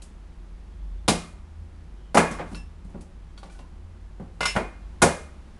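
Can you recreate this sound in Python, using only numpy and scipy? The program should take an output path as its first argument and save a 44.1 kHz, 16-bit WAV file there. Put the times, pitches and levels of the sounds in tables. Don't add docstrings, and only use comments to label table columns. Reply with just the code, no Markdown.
import sys
import numpy as np
from scipy import signal
from scipy.fft import rfft, irfft
from scipy.io import wavfile
from scipy.ndimage import uniform_filter1d

SR = 44100
rng = np.random.default_rng(int(sys.argv[2]) if len(sys.argv) > 2 else 0)


def master(y):
    cut = np.clip(np.atleast_2d(y).T, -1, 1)
    pcm = np.round(cut * 32767)
    wavfile.write(sys.argv[1], SR, pcm.astype(np.int16))


def to_linear_factor(level_db):
    exponent = np.asarray(level_db, float) / 20
    return 10 ** exponent


N = 246519
T = np.arange(N) / SR
HALF_S = T[:SR // 2]


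def band(x, lo_hz, hi_hz, order=2):
    return signal.sosfilt(signal.butter(order, [lo_hz, hi_hz], "bandpass", fs=SR, output="sos"), x)


def unit(x):
    return x / np.sqrt(np.mean(x ** 2))


def noise():
    return rng.standard_normal(N)


def strikes(start_s, gains):
    return np.bincount((np.asarray(start_s) * SR).astype(int), gains, N)


def ring(x, pitch_hz, t60_s):
    decay = np.log(1000) / (max(t60_s, .005) * SR)
    pole = np.exp(2j * np.pi * pitch_hz / SR - decay)
    return signal.lfilter([1], [1, -pole], x).imag


def burst(x, rise_s, fall_s):
    shape = (1 - np.exp(-HALF_S / rise_s)) * np.exp(-HALF_S / fall_s)
    return np.maximum(signal.fftconvolve(x, shape / shape.max())[:N], 0)


def walk(rate_hz):
    hold = int(SR / rate_hz)
    steps = np.repeat(rng.standard_normal(N // hold + 1), hold)
    w = uniform_filter1d(uniform_filter1d(steps, hold), hold)[:N]
    return w / w.std()


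def curve(table):
    return np.interp(T, *np.transpose(table))


def on_log(table, pitch_hz):
    hz, value = np.transpose(table)
    return np.interp(np.log(pitch_hz), np.log(hz), value)


# (pitch_hz, level_db per Hz)
HOOD_SPECTRUM = [(59, -56), (100, -6), (122, -14.5), (166, -4.5), (234, -7.5), (253, -13.5), (343, -12.5),
                 (403, -18), (738, -21), (800, -19.5), (3100, -32), (9210, -42), (12500, -40.5),
                 (16200, -125), (22000, -120)]
# (start_s, level_db)
HOOD_SWELL = [(0, 0), (4.3, -0.6), (4.9, 2)]
# (pitch_hz, width_hz, level_db)
RUMBLE = [(28.2, 32, -48.5), (45, 22, -47), (64.17, 14, -53.5), (156, 22, -60), (360.7, 29, -68)]
# (pitch_hz, level_db, wobble_hz)
DRONES = [(47.8, -44.5, 3.0), (77.2, -50.5, 5.6)]
# (start_s, fan_db, compressor_db)
DRONE_LOAD = [(0, -4, -5), (.42, -0.5, -4), (.55, 6.5, -6), (1.0, 5, 0), (1.301, -2, 2.5), (2.0, 0, 2.5),
              (2.6, 1.5, 0), (4.0, -3.5, 0.5), (4.45, 2.5, -1), (5.59, 1, -1)]
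# (start_s, gain_db)
SCENE_CHANGE = [
    (1.035, 0.5),
    (1.062, 0.5),
    (1.078, -5),
    (1.09, 0.5),
]


def machines():
    hz = np.maximum(np.fft.rfftfreq(N, 1 / SR), 1)
    shape = to_linear_factor(on_log(HOOD_SPECTRUM, hz)) * (hz > 95)
    hood_db = -52.5
    out = unit(irfft(rfft(noise()) * shape, N)) * to_linear_factor(hood_db + curve(HOOD_SWELL))
    for pitch_hz, width_hz, level_db in RUMBLE:
        out += to_linear_factor(level_db) * unit(band(noise(), pitch_hz - width_hz / 2, pitch_hz + width_hz / 2))
    start_s, *loads_db = np.transpose(DRONE_LOAD)
    for (pitch_hz, level_db, wobble_hz), load_db in zip(DRONES, loads_db):
        tone = np.sin(2 * np.pi * np.cumsum(pitch_hz + wobble_hz * walk(11)) / SR)
        waver_db = 1.9 * walk(5) + 3.6 * walk(12)
        out += to_linear_factor(4 + level_db + np.interp(T, start_s, load_db) + waver_db) * tone
    return out * to_linear_factor(curve(SCENE_CHANGE))


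# (start_s, push_db, contact_ms, snap_db)
CANE = [(0.019, -50, 3.7, -46), (1.079, -23, 1.54, -20), (2.145, -17.5, 2.25, -29), (2.149, -13, 2.4, -38),
        (2.171, -14, 1.144, -22.5), (2.31, -28, 3.1, -43), (2.386, -44.5, 1.16, -88),
        (2.847, -38, 16, -64.5), (2.896, -50, 2.7, -68), (2.944, -29.5, 6.1, -76.5), (2.974, -55, 2.4, -73),
        (3.008, -50.5, 4.7, -54), (4.197, -29, 4.4, -68), (4.224, -42, 13, -77.5), (4.553, -20.5, 3.5, -48),
        (4.562, -20, 1.5, -43.5), (5.018, -15, 1.83, -20.5), (5.021, -10, 1.69, -19)]
# (start_s, push_db, contact_ms, tick_db)
EDGES = [
    (1.083, -11, 3.8, -18),
    (2.327, -43, 3.4, -58),
    (2.393, -27.5, 1.87, -65),
    (2.516, -31, 5.4, -58),
    (3.377, -49.5, 6.7, -47.5),
    (3.43, -42.5, 2.13, -50.5),
    (3.456, -54, 1.9, -64),
    (3.497, -62, 3.1, -57),
    (3.59, -43, 2.44, -52),
]
# (start_s, push_db, contact_ms, tick_db)
STEEL = [
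    (2.546, -38, 12, -41),
    (4.406, -30, 1.19, -26),
    (4.429, -43.5, 0.76, -30),
    (4.454, -47, 3.3, -19),
]
BAND_HZ = (130, 350, 900, 2200, 5000, 11500)
PUSH_DB = (-1, 9, 24.5, 17, 0)
SNAP_DB = (-30.5, -13.5, -10.5, -1, 1.5)
TICK_DB = (-33.5, -19, -6, 1, -7)


def range_levels(rows, sharp_db):
    _, push_db, contact_ms, edge_db = np.transpose(rows)
    mid_hz = np.sqrt(np.multiply(BAND_HZ[:-1], BAND_HZ[1:]))[:, None]
    soft_db = 38 * np.log10(1 + (mid_hz * contact_ms * 1e-3) ** 2)
    body_db = push_db + np.reshape(PUSH_DB, (-1, 1)) - soft_db + soft_db[0]
    top_db = edge_db + np.reshape(sharp_db, (-1, 1))
    return 20 * np.log10(np.hypot(to_linear_factor(body_db), to_linear_factor(top_db)))


def contacts():
    start_s = np.transpose(CANE + EDGES + STEEL)[0]
    return start_s, np.hstack([range_levels(CANE, SNAP_DB), range_levels(EDGES + STEEL, TICK_DB)])


# (rise_s, fall_s, level_db, early_fall_s, early_db, late_fall_s, late_db)
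RANGES = [(0.0026, 0.012, -15, 0.035, -13, 0.078, -24.5), (0.00092, 0.0023, -6, 0.034, -10.5, 0.046, -11.5),
          (0.0012, 0.0037, -0.5, 0.017, -8, 0.073, -19), (.0005, 0.004, 1, 0.0084, -11, .055, -16),
          (0.00066, 0.0029, -1, 0.018, -4, 0.061, -16)]


def cracks(start_s, levels_db):
    grains = noise() * to_linear_factor(4.4 * noise())
    out = 0
    for range_db, (rise_s, fall_s, level_db, *_), lo_hz, hi_hz in zip(levels_db, RANGES, BAND_HZ, BAND_HZ[1:]):
        envelope = burst(strikes(start_s, to_linear_factor(range_db)), rise_s, fall_s)
        out = out + to_linear_factor(level_db) * envelope * unit(band(grains, lo_hz, hi_hz))
    return out


def wash(start_s, levels_db):
    share_db = -2.5 * (np.arange(len(start_s)) >= len(CANE + EDGES))
    out = 0
    for range_db, (*_, early_s, early_db, late_s, late_db), lo_hz, hi_hz in zip(
            levels_db, RANGES, BAND_HZ, BAND_HZ[1:]):
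        blows = strikes(start_s, to_linear_factor(range_db + share_db))
        spread = to_linear_factor(early_db) * burst(blows, 0.0023, early_s) + to_linear_factor(late_db) * burst(blows, 0.0074, late_s)
        out = out + spread * unit(band(noise(), lo_hz, hi_hz))
    return out


# (pitch_hz, level_db, t60_s)
BOARD = [(473, -6.5, 0.092), (510, -17, 0.067), (554.3, -7, 0.23), (612, -9.5, 0.18), (700, -8.5, 0.1),
         (811, -8, 0.13), (870, -14, 0.12), (911, -16, 0.088), (979, -6, 0.19), (1112, -4, 0.13),
         (1213, -5.5, 0.087), (1345, -7, 0.076), (1443, -3, 0.16), (1436, -8, .12)]
# (pitch_hz, level_db, t60_s)
COUNTER = [(77, -12.5, 0.49), (150, -9, 0.14), (170.2, -1.5, .33), (185.8, 5.5, 0.052), (231, -7.5, 0.29),
           (270, -13.5, 0.073), (314, -17, 0.13), (393, -11, 0.13)]


def thuds(start_s, levels_db):
    board, counter = np.zeros(N), np.zeros(N)
    for pitch_hz, level_db, t60_s in BOARD:
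        spot = rng.standard_normal(len(start_s))
        range_db = levels_db[1 + (pitch_hz > BAND_HZ[2])]
        push = strikes(start_s + .001, np.sign(spot) * to_linear_factor(range_db + 2.7 * spot))
        board += to_linear_factor(level_db + 3.5) * ring(push, pitch_hz, .6 * t60_s)
    for k, (pitch_hz, level_db, t60_s) in enumerate(COUNTER):
        spot = rng.standard_normal(len(start_s))
        push = strikes(start_s + .004, to_linear_factor(levels_db[0] + 2 * spot))
        counter += (-1) ** k * to_linear_factor(level_db - 2.5) * ring(push, pitch_hz, t60_s)
    counter += to_linear_factor(-1.5) * ring(strikes(start_s + .002, to_linear_factor(levels_db[0])), 207, 0.03)
    return board + band(counter, 44, 500)


# (pitch_hz, t60_s)
KITCHEN_T60 = [(250, .35), (700, 0.82), (1800, 0.4), (4000, 0.1), (7000, 0.22), (11000, 0.28)]


def kitchen(x, wet_db, gap_s=0.001, build_s=0.005):
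    tail = 0
    for pitch_hz in 300 * 2 ** np.arange(0, 5.4, .25):
        part = band(rng.standard_normal(len(HALF_S)), pitch_hz / 1.09, pitch_hz * 1.09)
        part = part * to_linear_factor(-60 * HALF_S / on_log(KITCHEN_T60, pitch_hz))
        tail = tail + unit(part) * np.sqrt(pitch_hz)
    tail *= 1 - np.exp(-np.maximum(HALF_S - gap_s, 0) / build_s)
    return to_linear_factor(wet_db) * signal.fftconvolve(x, tail / np.sqrt(np.sum(tail ** 2)))[:N]


# (start_s, length_s, pitch_hz, glide_hz_per_s, level_db)
SWISHES = [
    (.66, 0.39, 3270, 797, -66),
    (1.96, 0.17, 3100, -200, -59),
]


def swish():
    out, fade_s = 0, .04
    for start_s, length_s, pitch_hz, glide_hz_per_s, level_db in SWISHES:
        age_s = T - start_s
        tone = np.sin(2 * np.pi * (pitch_hz + glide_hz_per_s * age_s / 2) * age_s)
        fade = np.clip(np.minimum(age_s, start_s + length_s - T) / fade_s, 0, 1)
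        out = out + to_linear_factor(level_db - 5.5) * fade * tone * walk(470)
    return out


# (start_s, level_db)
SHAKES = [
    (1.084, -19),
    (2.172, -11),
    (4.562, -21),
    (5.021, -15),
]
# (pitch_hz, level_db, t60_s)
BOWLS = [(2116, -15, .5), (2127, -22, .35), (2360, -25, .22), (2447, -16, .5), (2456, -21, .4)]


def crockery():
    start_s, level_db = np.transpose(SHAKES)
    shake = strikes(start_s, to_linear_factor(level_db))
    return sum(to_linear_factor(db) * ring(shake, pitch_hz, t60_s) for pitch_hz, db, t60_s in BOWLS)


# (start_s, level_db, spot 0 tip 1 heel 2 flat, grip share of t60)
CLINKS = [
    (2.148, -42.5, 2, 0.45),
    (2.171, -39.5, 2.5, 0.35),
    (2.329, -54.5, 2.5, 0.5),
    (2.552, -46, 0, 0.7),
    (4.407, -29.5, 1, 0.9),
    (4.433, -44, 4, .5),
    (4.456, -24.5, 2.5, 0.48),
    (4.478, -38, 0.5, 0.68),
]
BLADE_HZ = (1710, 2078, 2250, 2401, 2680, 2893, 3618, 3865, 4075, 4750, 5283, 5316, 5771, 6266, 6770, 6805,
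            7036, 8230, 8710, 9825, 9870, 10615, 11270)
# (t60_s, tip_db, heel_db, flat_db)
BLADE_MODES = [(0.25, -8, -14, -16.5), (0.3, -25, 1, -6), (.2, -34, -4, -4.5), (.12, -31.5, -2.5, -0.5),
               (0.3, 0, -5, -9), (0.14, -12.5, 1.5, 2), (0.43, -26.5, -14, -7.5), (.15, -8.5, -15, -14),
               (0.11, -12.5, -25, -5.5), (0.18, -24.5, -20, -14.5), (0.3, -4, -21, 0.5),
               (0.16, -7, -4.5, -3.5), (0.21, -7.5, -15, -13.5), (.2, -24.5, -22.5, -21.5),
               (0.3, -15.5, -17, -6), (.12, -24, -23.5, -14.5), (0.19, -8, -20.5, -19),
               (.3, -15, -22.5, -17), (0.16, -24.5, -27.5, -21), (0.14, -6, -22, -7), (0.0802, -6, -25, -4),
               (.25, -12.5, -24.5, -23.5), (.1, -19.5, -31, -27)]
# (start_s, gain_db)
BLADE_MUTE = [
    (4.5, 2),
    (4.52, -2),
    (4.6, -8),
]


def blade():
    out = np.zeros(N)
    bite = 1 - np.exp(-HALF_S / .001)
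    for start_s, level_db, spot, grip in CLINKS:
        i = int(start_s * SR)
        for pitch_hz, (t60_s, *spots_db) in zip(BLADE_HZ, BLADE_MODES):
            mode_db = level_db + np.interp(spot, range(len(spots_db)), spots_db)
            decay = to_linear_factor(mode_db - 60 * HALF_S / (t60_s * grip))
            out[i:i + len(HALF_S)] += decay * bite * np.sin(2 * np.pi * pitch_hz * HALF_S)
    return out * to_linear_factor(curve(BLADE_MUTE))


# (start_s, pitch_hz, level_db, t60_s)
TICKS = [(3.377, 4500, -43, .06), (3.377, 3380, -50, .04), (3.377, 2250, -52, .13), (3.497, 2350, -48, .06),
         (3.5, 1480, -50, .13), (3.55, 1480, -49, .08), (3.592, 1020, -48, .13), (3.59, 2750, -55, .09),
         (4.198, 1520, -50, .07), (2.548, 3900, -46, .06), (4.455, 3110, -33, .09), (4.407, 2960, -33, .07),
         (4.2, 520, -42, .12), (2.947, 560, -45, .15), (3.431, 780, -41, .1), (4.2, 760, -43, .1),
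         (2.947, 380, -44, .1), (3.432, 1150, -45, .08), (2.395, 1150, -33, .1), (2.174, 1120, -17, .12),
         (2.174, 1330, -18, .1)]


def ticks():
    return sum(to_linear_factor(level_db) * ring(strikes([start_s], [1]), pitch_hz, t60_s)
               for start_s, pitch_hz, level_db, t60_s in TICKS)


# (peak_s, level_db, rise_s, fall_s)
RUBS = [
    (2.332, -35, .045, .012),
    (2.536, -33.5, 0.12, .013),
    (2.55, -55, 0.0055, .11),
    (3.526, -38.5, 0.031, .085),
    (4.448, -52, 0.28, .005),
    (4.456, -35, .01, .07),
    (4.56, -26, .014, .002),
]


def rubbing():
    grit = unit(band(noise() * to_linear_factor(1.67 * noise()), 2000, 17000))
    slide = 0
    for peak_s, level_db, rise_s, fall_s in RUBS:
        drop_db = 20 * np.maximum((peak_s - T) / rise_s, (T - peak_s) / fall_s)
        slide = slide + to_linear_factor(level_db - 16.5 - drop_db) * (T > peak_s - 1.6 * rise_s)
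    return grit * to_linear_factor(1.5 * walk(60)) * slide


def scene():
    start_s, levels_db = contacts()
    near = cracks(start_s, levels_db) + rubbing() + ticks()
    blows = wash(start_s, levels_db) + thuds(start_s, levels_db) + crockery()
    steel = blade()
    room = kitchen(near, -6.0) + kitchen(steel, -4.0)
    return (machines() + near + blows + steel + room + swish())[None]


def low_pass(x):
    return signal.sosfilt(signal.butter(12, 12620, fs=SR, output="sos"), x)


def record(dry):
    rounded = 1.4 * np.tanh(dry / 1.917)
    mix = signal.sosfilt(signal.cheby2(8, 50, 12700, fs=SR, output="sos"), rounded)
    return low_pass(mix)


dry = scene()
out = record(dry)
master(out)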